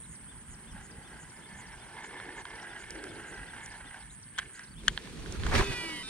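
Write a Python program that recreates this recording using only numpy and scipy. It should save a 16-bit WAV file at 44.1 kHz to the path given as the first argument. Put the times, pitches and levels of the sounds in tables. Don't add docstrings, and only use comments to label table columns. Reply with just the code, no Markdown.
import sys
import numpy as np
from scipy import signal
from scipy.fft import rfft, irfft, next_fast_len
from scipy.io import wavfile
from scipy.ndimage import uniform_filter1d, map_coordinates

SR = 44100
rng = np.random.default_rng(int(sys.argv[2]) if len(sys.argv) > 2 else 0)


def wav_record(signal):
    frames = np.transpose(np.atleast_2d(signal))
    bounded = np.clip(frames, -1, 1)
    quanta = np.round(bounded * 32767).astype(np.int16)
    wavfile.write(sys.argv[1], SR, quanta)


N = 268807
T = np.arange(N) / SR

# frequency in Hz, left-right correlation (0 to 1).
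PORT_LIKENESS = [(60, 0.99), (600, 0.38), (1500, 0.54), (3000, 0.12), (6000, 0.44), (15000, 0.38)]


def amp(db):
    return 10 ** (np.asarray(db) / 20)


def unit(x):
    return x / np.sqrt(np.mean(x ** 2) + 1e-20)


def along(points, hz):
    f, v = np.transpose(points)
    return np.interp(np.log(hz + 1), np.log(f + 1), v)


def curves(rows):
    s, *cols = np.transpose(rows)
    return [np.interp(T, s, c, left=-120, right=c[-1]) for c in cols]


def wobble(rate):
    return map_coordinates(rng.standard_normal(int(N * rate / SR) + 4), [T * rate])


def filtered(x, response):
    m = next_fast_len(N + 8192)
    return irfft(rfft(x, m) * response(np.fft.rfftfreq(m, 1 / SR)), m)[..., :N]


def body(modes):
    def response(f):
        return sum((-1) ** k * amp(db) * 1j * f * w / (c * c - f * f + 1j * f * w)
                   for k, (c, w, db) in enumerate(modes))
    return response


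def place(x, lead_us, pan_db):
    side = np.array([[.5], [-.5]])
    return filtered(x, lambda f: amp(side * pan_db) * np.exp(2j * np.pi * f * side * lead_us * 1e-6))


def rush(spectrum, alike, lead_us=50, patchy_db=2.0):
    z = signal.stft(rng.standard_normal((2, N)), nperseg=256)[2]
    field = uniform_filter1d(rng.standard_normal(z.shape[1:]), 4, 0)
    field = uniform_filter1d(field, 5, 1)
    pair = signal.istft(z * amp(patchy_db * unit(field)), nperseg=256)[1][:, :N]

    def mix(hz):
        turn = np.arccos(np.clip(along(alike, hz), -1, 1)) / 2
        return amp(along(spectrum, hz)) * [np.cos(turn), np.sin(turn)]
    mid, side = filtered(pair, mix)
    return unit(place(np.array([mid + side, mid - side]), lead_us, -1.1))


def add(track, s, piece):
    i = round(s * SR)
    piece = piece[..., max(-i, 0):N - i]
    track[..., max(i, 0):max(i, 0) + piece.shape[-1]] += piece


def winding():
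    # time in s, mean gear level in dB.
    effort = [(0, -65.5), (.55, -65.5), (.78, -54), (.9, -61.5), (1.17, -54.5), (1.28, -58.5), (1.6, -52.5),
              (2.2, -48), (2.9, -47), (3.55, -49), (4.0, -52), (4.15, -66), (4.34, -62), (4.42, -47),
              (4.53, -60), (4.6, -49), (4.76, -74), (5.1, -55)]
    # centre in Hz, width in Hz, level in dB.
    gear_modes = [(1397, 240, -14.5), (1686, 88, 0), (1919, 65, -5), (2056, 101, -3), (3030, 610, -15)]
    # time in s, mean level over the gear in dB.
    knob_over_gear = [(0, -4.5), (1.0, -4.5), (2.2, -4), (2.7, -5), (2.9, -11.5), (3.6, -5.5), (4.0, -6.5),
                      (4.2, -10), (5.1, -37)]
    # time in s, level in dB.
    line_hum = [(0, -72), (.55, -65.5), (.9, -61), (1.15, -61.5), (1.8, -63.5), (2.15, -53.5),
                (2.55, -54.5), (2.89, -62), (2.98, -44.5), (3.45, -57.5), (4.0, -71), (4.2, -83),
                (4.45, -58.5), (4.75, -75), (4.86, -54.5), (5.1, -57)]
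    stroke_s, first_stroke_s = .2, .375
    gear_surge_db, knob_surge_db = 1, 2
    catch_s, catch_half_s, catch_db = 2.438, 0.027, 11
    grain_top_hz = 7000

    stop = [(5.15, -120)]
    effort_db, = curves(effort + stop)
    over_db, = curves(knob_over_gear + stop)
    hum_db, = curves(line_hum + stop)
    push = np.cos(2 * np.pi * (T - first_stroke_s) / stroke_s)
    dip_db = catch_db * np.clip(1 - np.abs(T - catch_s) / catch_half_s, 0, 1)
    gear_db = effort_db + gear_surge_db * push - dip_db
    knob_db = effort_db + over_db + knob_surge_db * push - dip_db

    grains = rng.standard_normal((2, N)) * amp(2.3 * wobble(200) + 1.2 * wobble(50))
    rubbing = grains[0] + 0.25 * grains
    grip = np.clip(.5 + 1.0 * wobble(6), 0, 1)

    def ring(modes):
        def tuned(shift):
            return filtered(rubbing, lambda f: body(modes)(f * shift) / (1 + 1j * f / grain_top_hz) ** 2)
        return unit(grip * tuned(.96) + (1 - grip) * tuned(1.04))

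    gear = amp(gear_db) * ring(gear_modes)
    knob = amp(knob_db) * ring([(863, 147, 0)])
    line = rng.standard_normal((3, N)) * amp(2.6 * wobble(24.58))
    hum = unit(filtered(line[0] + 0.41 * line[1:], lambda f: body([(360, 220, 0)])(f) ** 2))
    spray_spectrum = [(3000, -35), (4000, -2), (5500, -3), (7000, -7), (9000, -46)]  # (Hz, dB)
    spray = amp(1.5 * wobble(60)) * rush(spray_spectrum, PORT_LIKENESS, patchy_db=4.5)
    return place(gear + knob, 61, -4) + amp(hum_db - dip_db) * hum + amp(0.52 * gear_db - 39) * spray


def air():
    # frequency in Hz, spectral level in dB.
    rumble_spectrum = [(11, -62), (18, -9), (48, 7), (118, -5.5), (152, 0), (216, -6.5), (300, -13),
                       (390, -43.5), (660, -120)]
    # frequency in Hz, spectral level in dB.
    air_spectrum = [(59, -24), (100, 1), (219, 1), (413, -16), (731, -17), (1020, -10), (1160, -13.5),
                    (1630, -9.5), (2710, -18.5), (3150, -15), (4140, -28), (6880, -25), (8870, -9.5),
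                    (11900, -33), (15700, -37)]
    # peak time in s, mean level in dB.
    mount_bumps = [(.06, -65), (.39, -62), (.75, -47.5), (1.18, -54), (2.24, -63), (3.13, -65), (3.38, -58),
                   (3.5, -64), (3.65, -60), (3.86, -62), (4.85, -41)]
    rumble_db, rise_s, fall_s = -58.5, 0.042, 0.05

    bumps = 0
    for s, db in mount_bumps:
        bumps = bumps + amp(db) * np.exp(-np.where(T < s, (s - T) / rise_s, (T - s) / fall_s))
    fade = np.clip((5.2 - T) / 0.26, 0, 1)
    steady = amp(rumble_db + 2.4 * wobble(5.45)) * fade
    rumble = (steady + bumps) * amp(3.2 * wobble(22)) * rush(rumble_spectrum, [(30, 0.99), (200, 0.85)])
    return rumble + amp(-54.5 + wobble(1.76)) * rush(air_spectrum, PORT_LIKENESS)


def stridulate(rate, hz, glide, width):
    cycle = np.cumsum(rate * (1 + .01 * wobble(3.3))) / SR % 1
    stroke = np.exp(-((cycle - .5) / width) ** 2)
    pitch = hz * (1 + glide * (.5 - cycle) + 0.015 * wobble(900))
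    tone = np.sin(2 * np.pi * np.cumsum(pitch) / SR)
    return unit(stroke * tone * amp(0.69 * wobble(300)))


def insects():
    # time in s, level in dB.
    katydid_levels = [(0.0, -51.5), (.87, -59), (2.9, -57), (3.82, -55.5), (4.55, -55), (5.03, -68),
                      (5.67, -61), (6.0, -55), (6.1, -51)]
    # end in s, level in dB.
    buzzes = [(.145, -58.5), (.54, -58.5), (.87, -58.5), (1.241, -57.5), (1.615, -56.5), (2.075, -58),
              (2.41, -57.5), (2.83, -59), (3.31, -57.5), (3.665, -56), (4.15, -58.5), (4.58, -57),
              (4.95, -63)]
    # start in s, end in s, level in dB.
    drones = [(-.1, 0.146, -70), (1.24, 1.45, -71)]

    level_db, = curves(katydid_levels)
    pause = np.clip(np.cos(2 * np.pi * (T - .69) / .1216), 0, 1) ** 1.5
    steady = amp(-4 * pause) * stridulate(121, 8600, .1, width=.2)
    pausing = amp(-18 * pause) * stridulate(130, 9150, .08, width=.2)
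    pair = place(steady, 59.4, -1) + amp(-2.5) * place(pausing, 55.7, -8.5)
    chorus_spectrum = [(7000, -42), (7800, 0.5), (8800, 13.5), (9700, -44),
                       (10800, -3.0), (11600, -30), (12500, -120)]
    chorus = amp(-3.5) * rush(chorus_spectrum, [(9000, 0.1)])

    swell = 0
    for end, db in buzzes:
        rise = amp(db - 560 * np.clip(end - .03 - T, 0, 1))
        swell = swell + rise * (T < end) * (T > end - .09)
    buzz = swell * stridulate(222, 7100, .3, width=.42)

    held = sum(amp(db) * np.clip(np.minimum(T - a, b - T) / 0.027, 0, 1) for a, b, db in drones)
    note_spectrum = [(6500, -120), (6850, -13), (7050, -5), (7250, -22), (7600, -120)]
    note = held * rush(note_spectrum, [(7000, 0.59)], lead_us=110)
    return amp(level_db) * (pair + chorus) + place(buzz, 32.7, -1.1) + note


def whistle(hz, db):
    return amp(db) * np.hanning(len(hz)) ** .3 * np.sin(2 * np.pi * np.cumsum(hz) / SR)


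def shore(x):
    t = np.arange(SR // 6) / SR
    tail = rng.standard_normal((2, len(t))) * amp(-60 * t / 0.23)
    return signal.fftconvolve(x[None], tail / np.linalg.norm(tail[0]), axes=1)[:, :N]


def birds():
    arch_tops = [.303, .692, 1.06, 1.45, 1.817, 2.19, 2.705, 3.1, 3.493, 3.873, 4.38, 4.79]
    # start in s, first pitch in Hz, last pitch in Hz, length in s, level in dB.
    twitters = [(.03, 3300, 4300, .015, -59), (.045, 4300, 3300, .015, -59), (.41, 6200, 7400, .02, -60),
                (.916, 4870, 4700, .015, -58), (2.494, 5950, 4500, .015, -55),
                (3.46, 3870, 5000, .015, -58), (3.497, 3740, 4600, .012, -58),
                (3.868, 3580, 4400, .012, -60), (4.022, 3080, 4300, .015, -56),
                (4.097, 3340, 4300, .018, -55), (4.545, 3720, 5400, .022, -56),
                (4.631, 3780, 6000, .012, -55), (4.672, 3620, 4900, .02, -58),
                (4.705, 4440, 4620, .027, -59), (4.732, 4500, 2800, .011, -62)]
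    fall_db, fall_fade_db, arch_db = -51, 12, -59
    growth_db_per_s = .8
    far_count, far_db = 5, -64

    singer, others = np.zeros(N), np.zeros(N)
    u = np.linspace(-.85, .85, round(.072 * SR))
    v = np.linspace(0, 1, round(0.021 * SR))
    arch_hz = 2700 + 860 * np.exp(-2.4 * u ** 2)
    fall_hz = 6200 - 3500 * v ** 1.6
    for s in arch_tops:
        growth_db = growth_db_per_s * s
        add(singer, s - .036, whistle(arch_hz, arch_db + growth_db))
        add(singer, s - .155, whistle(fall_hz, fall_db + growth_db - fall_fade_db * v))
    far = [(4.8 * a, 3200 + 1500 * b, 3500 + 1500 * c, .014, far_db)
           for a, b, c in rng.random((far_count, 3))]
    for s, from_hz, to_hz, length, db in twitters + far:
        add(others, s, whistle(np.linspace(from_hz, to_hz, round(length * SR)), db))
    return place(singer, -80, 5) + place(others, 40, -2) + amp(-11) * shore(singer + others)


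def clicks():
    # start in s, knock drive in dB, tick drive in dB, left over right
    # in dB, centre in Hz, 60 dB decay time in s (held to 0.002 or more below).
    contact_rows = [(4.378, -23, -40, -2.0, 1730, 0.023), (4.385, -16.5, -18.5, 13.5, 1910, 0.0089),
                    (4.389, -12, -24, -11, 1750, 0.014), (4.396, -20, -36, 0, 1730, 0.017),
                    (4.593, -26, -26, 0, 1840, 0.0094), (4.835, -38, -41, -12, 1540, 0.01),
                    (4.878, -20, -50, -16, 1450, 0.0044), (4.881, 2.8, -6, 6, 2500, 0.0098),
                    (4.976, -6.5, -28, -6.5, 2360, 0.0053), (5.073, -29, -47, -7, 1620, 0.011),
                    (5.26, -31, -55, -16, 1470, 0.011), (5.435, -14, -34, -13.5, 2170, 0.0019),
                    (5.465, -16.5, -27, -5.5, 1430, 0.02), (5.609, -11, -24, -3, 880, 0.014)]
    # centre in Hz, width in Hz, level in dB.
    housing_modes = [(573, 400, -8), (1006, 144, 0.5), (1595, 330, 0.5), (2210, 360, -5), (3176, 340, 0),
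                     (4520, 730, -10.5)]
    # start in s, knock drive in dB.
    handle_knocks = [(1.169, -36), (1.971, -34), (2.2, -23), (2.453, -20), (2.599, -26), (3.04, -26.5)]
    # start in s, tick drive in dB, left over right in dB.
    line_ticks = [(2.453, -32, -2.5), (2.906, -18.5, -5), (3.039, -23, 2), (3.66, -24, 2),
                  (5.323, -18, -7.5)]
    handle_hz, handle_t60_s, handle_pan_db, tick_t60_s = 1580, 0.0098, -3, 0.0096

    contacts = list(contact_rows)
    contacts += [(s, db, -120, handle_pan_db, handle_hz, handle_t60_s) for s, db in handle_knocks]
    contacts += [(s, -120, db, pan, handle_hz, tick_t60_s) for s, db, pan in line_ticks]
    knock, tick = np.zeros((2, N)), np.zeros((2, N))
    t = np.arange(SR // 16) / SR
    rattle = amp(-23 - 60 * t / 0.067)
    blows = rng.standard_normal((len(contacts), 2, len(t)))
    for (s, knock_db, tick_db, pan, hz, t60), blow in zip(contacts, blows):
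        fall = amp(-60 * t / np.clip(t60, .002, .06)) * (1 - np.exp(-t / .0004))
        ports = amp([[pan / 2], [-pan / 2]])
        strike = (fall + rattle) * blow[0] + 4 * (t == 0)
        contact = signal.lfilter(*signal.iirpeak(hz, 1.1, SR), strike)
        add(knock, s, amp(knock_db) * ports * contact / np.abs(contact).max())
        add(tick, s, amp(tick_db) * ports * fall * blow[1])

    def bright(f):
        modes = body([(5800, 2500, 0), (8000, 1600, 2), (14000, 2500, -32)])
        return modes(f) * f ** 2 / (f ** 2 + 3500 ** 2)
    return place(filtered(knock, body(housing_modes)) + filtered(tick, bright), 51.0, 0)


def swing():
    # time in s, swish level in dB, treble level in dB, wind level in dB.
    swing_levels = [(4.78, -86, -63, -83), (4.9, -63, -56.5, -68), (5.1, -56, -55.5, -49.5),
                    (5.39, -50, -52.5, -39.5), (5.5, -39.5, -46, -32), (5.53, -31, -44, -30),
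                    (5.556, -27.5, -33.5, -25), (5.605, -30, -37, -30.5), (5.66, -44, -45, -45),
                    (5.7, -42.5, -45, -34), (5.73, -41.5, -43, -48), (5.77, -47.5, -49, -46.5),
                    (5.9, -48, -49.5, -54), (6.1, -58.5, -55, -58)]
    # frequency in Hz, spectral level in dB.
    swish_spectrum = [(150, -33), (250, -22), (368, -6.5), (454, -13), (1470, -14), (1680, -12),
                      (2500, -19), (3250, -58), (5500, -120)]
    hiss_spectrum = [(2650, -39), (4500, -5.5), (5660, -3.5), (7750, -8), (8740, -6), (15700, -32)]
    hiss_under_db = 3
    flap_at_db, flap_growth = -43, 0.7

    swish_db, treble_db, wind_db = curves(swing_levels)
    flap_db = flap_at_db + flap_growth * (wind_db + 39.5)
    gust_db = 1.15 * wobble(70) + 0.94 * wobble(400)
    swish = amp(swish_db + gust_db) * rush(swish_spectrum, PORT_LIKENESS, patchy_db=2.0)
    tip_spectrum = [(1500, -24), (2400, -2.5), (3500, -3.5), (4600, -5), (6000, -39)]
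    tip = amp(treble_db + gust_db) * rush(tip_spectrum, PORT_LIKENESS, patchy_db=0.5)
    hiss = amp(treble_db - hiss_under_db + gust_db) * rush(hiss_spectrum, PORT_LIKENESS, patchy_db=2.0)
    flap_spectrum = [(90, -30), (150, -3), (330, -8), (500, -14), (900, -120)]
    flap = amp(flap_db) * rush(flap_spectrum, [(100, 0.65)])
    wind_spectrum = [(10, -29), (25, 1.0), (55, -3.5), (110, -6), (170, -16.5), (400, -120)]
    wind = amp(wind_db + [[-1.5], [1.5]]) * rush(wind_spectrum, [(50, 0.48)])
    return swish + tip + hiss + flap + wind


def spool():
    # time in s, mean level in dB.
    hum_levels = [(5.56, -80), (5.6, -37), (5.68, -38.5), (5.74, -53), (5.92, -43), (6.03, -65.5),
                  (6.1, -69)]
    # time in s, mean speed in turns per second.
    spool_turns = [(5.56, 385), (5.62, 397), (5.68, 397), (5.72, 381.5), (5.8, 352), (6.0, 283.5),
                   (6.04, 270.3), (6.1, 258)]
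    # multiple of the chop rate, then relative levels in dB of the
    first_stage = [(0, -60, -8, -60), (1, -7, 0, -60), (2, -1, -6, -25), (3, -9, -16, -14),
                   (4, -20, -24, -14), (5, -14, -28, -22), (6, -32, -30, -25), (7, -25, -30, -30),
                   (8, -19, -30, -32), (9, -15, -32, -32), (10, -21, -36, -36), (11, -22, -40, -36),
                   (12, -36, -42, -36), (13, -38, -50, -42), (14, -39, -50, -42), (15, -39, -50, -50)]
    second_stage = [(1, -7, -6, -27), (2, -12, -2.5, -5), (3, -12, -14, -24), (4, -16, -27, -8),
                    (6, -17, -26, -24), (7, -18, -28, -26)]
    # frequency in Hz, gain in dB.
    shell_gain = [(900, 0.5), (1200, -5.5), (1500, 1), (2000, 0), (2500, 2.5), (3130, 7), (3240, -9),
                  (3350, 2), (3480, -2), (3550, 6), (4200, 6), (5000, 6.5), (16000, 1.5)]
    first_hz, second_hz, stage_s = 974.9, 1299, 6.03
    brake_db, brake_top_s, sag_db_per_s, attack_s = -41, 5.8, 28, 0.039
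    chop_growth_db_per_s = 10
    start_s = hum_levels[0][0]

    turns, = curves(spool_turns)
    hum_db, = curves(hum_levels)
    attack = np.clip((T - start_s) / attack_s, 0, 1) ** 2
    brake = amp(brake_db - sag_db_per_s * np.abs(T - brake_top_s)) * attack
    angle = 2 * np.pi * np.cumsum(turns * (1 + 0.0012 * wobble(40))) / SR
    span = T > start_s
    angle, t, brake = angle[span], T[span], brake[span]
    switch = np.clip((t - stage_s) / 0.0065 + .5, 0, 1)
    hum = amp(hum_db[span] + 3.4 * wobble(36)[span]) * np.sin(angle)
    sound = hum * np.ones((2, 1))
    side = np.array([[.5], [-.5]])
    for stage, hz, gate in ((first_stage, first_hz, 1 - switch), (second_stage, second_hz, switch)):
        for k, *levels in stage:
            for way, db in zip((0, 4, -4), levels):
                delay = side * 2 * np.pi * (k * hz + way * 330) * 7e-5
                phase = rng.uniform(0, 2 * np.pi) + delay
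                flutter = np.interp(t, np.linspace(t[0], t[-1], 14), rng.normal(0, 1.6, 14))
                growth = (way == 0) * chop_growth_db_per_s * (t - brake_top_s)
                tone = np.sin(2 * np.pi * k * hz * t + way * angle + phase)
                sound += gate * brake * amp(db + flutter + growth) * tone
    out = np.zeros((2, N))
    out[:, span] = sound * amp([[-1], [1]])
    return filtered(out, lambda f: amp(along(shell_gain, f)))


def scene():
    return winding() + air() + insects() + birds() + clicks() + swing() + spool()


def record(dry):
    top_hz = 15780
    return filtered(dry, lambda hz: hz < top_hz)


dry = scene()
out = record(dry)
wav_record(out)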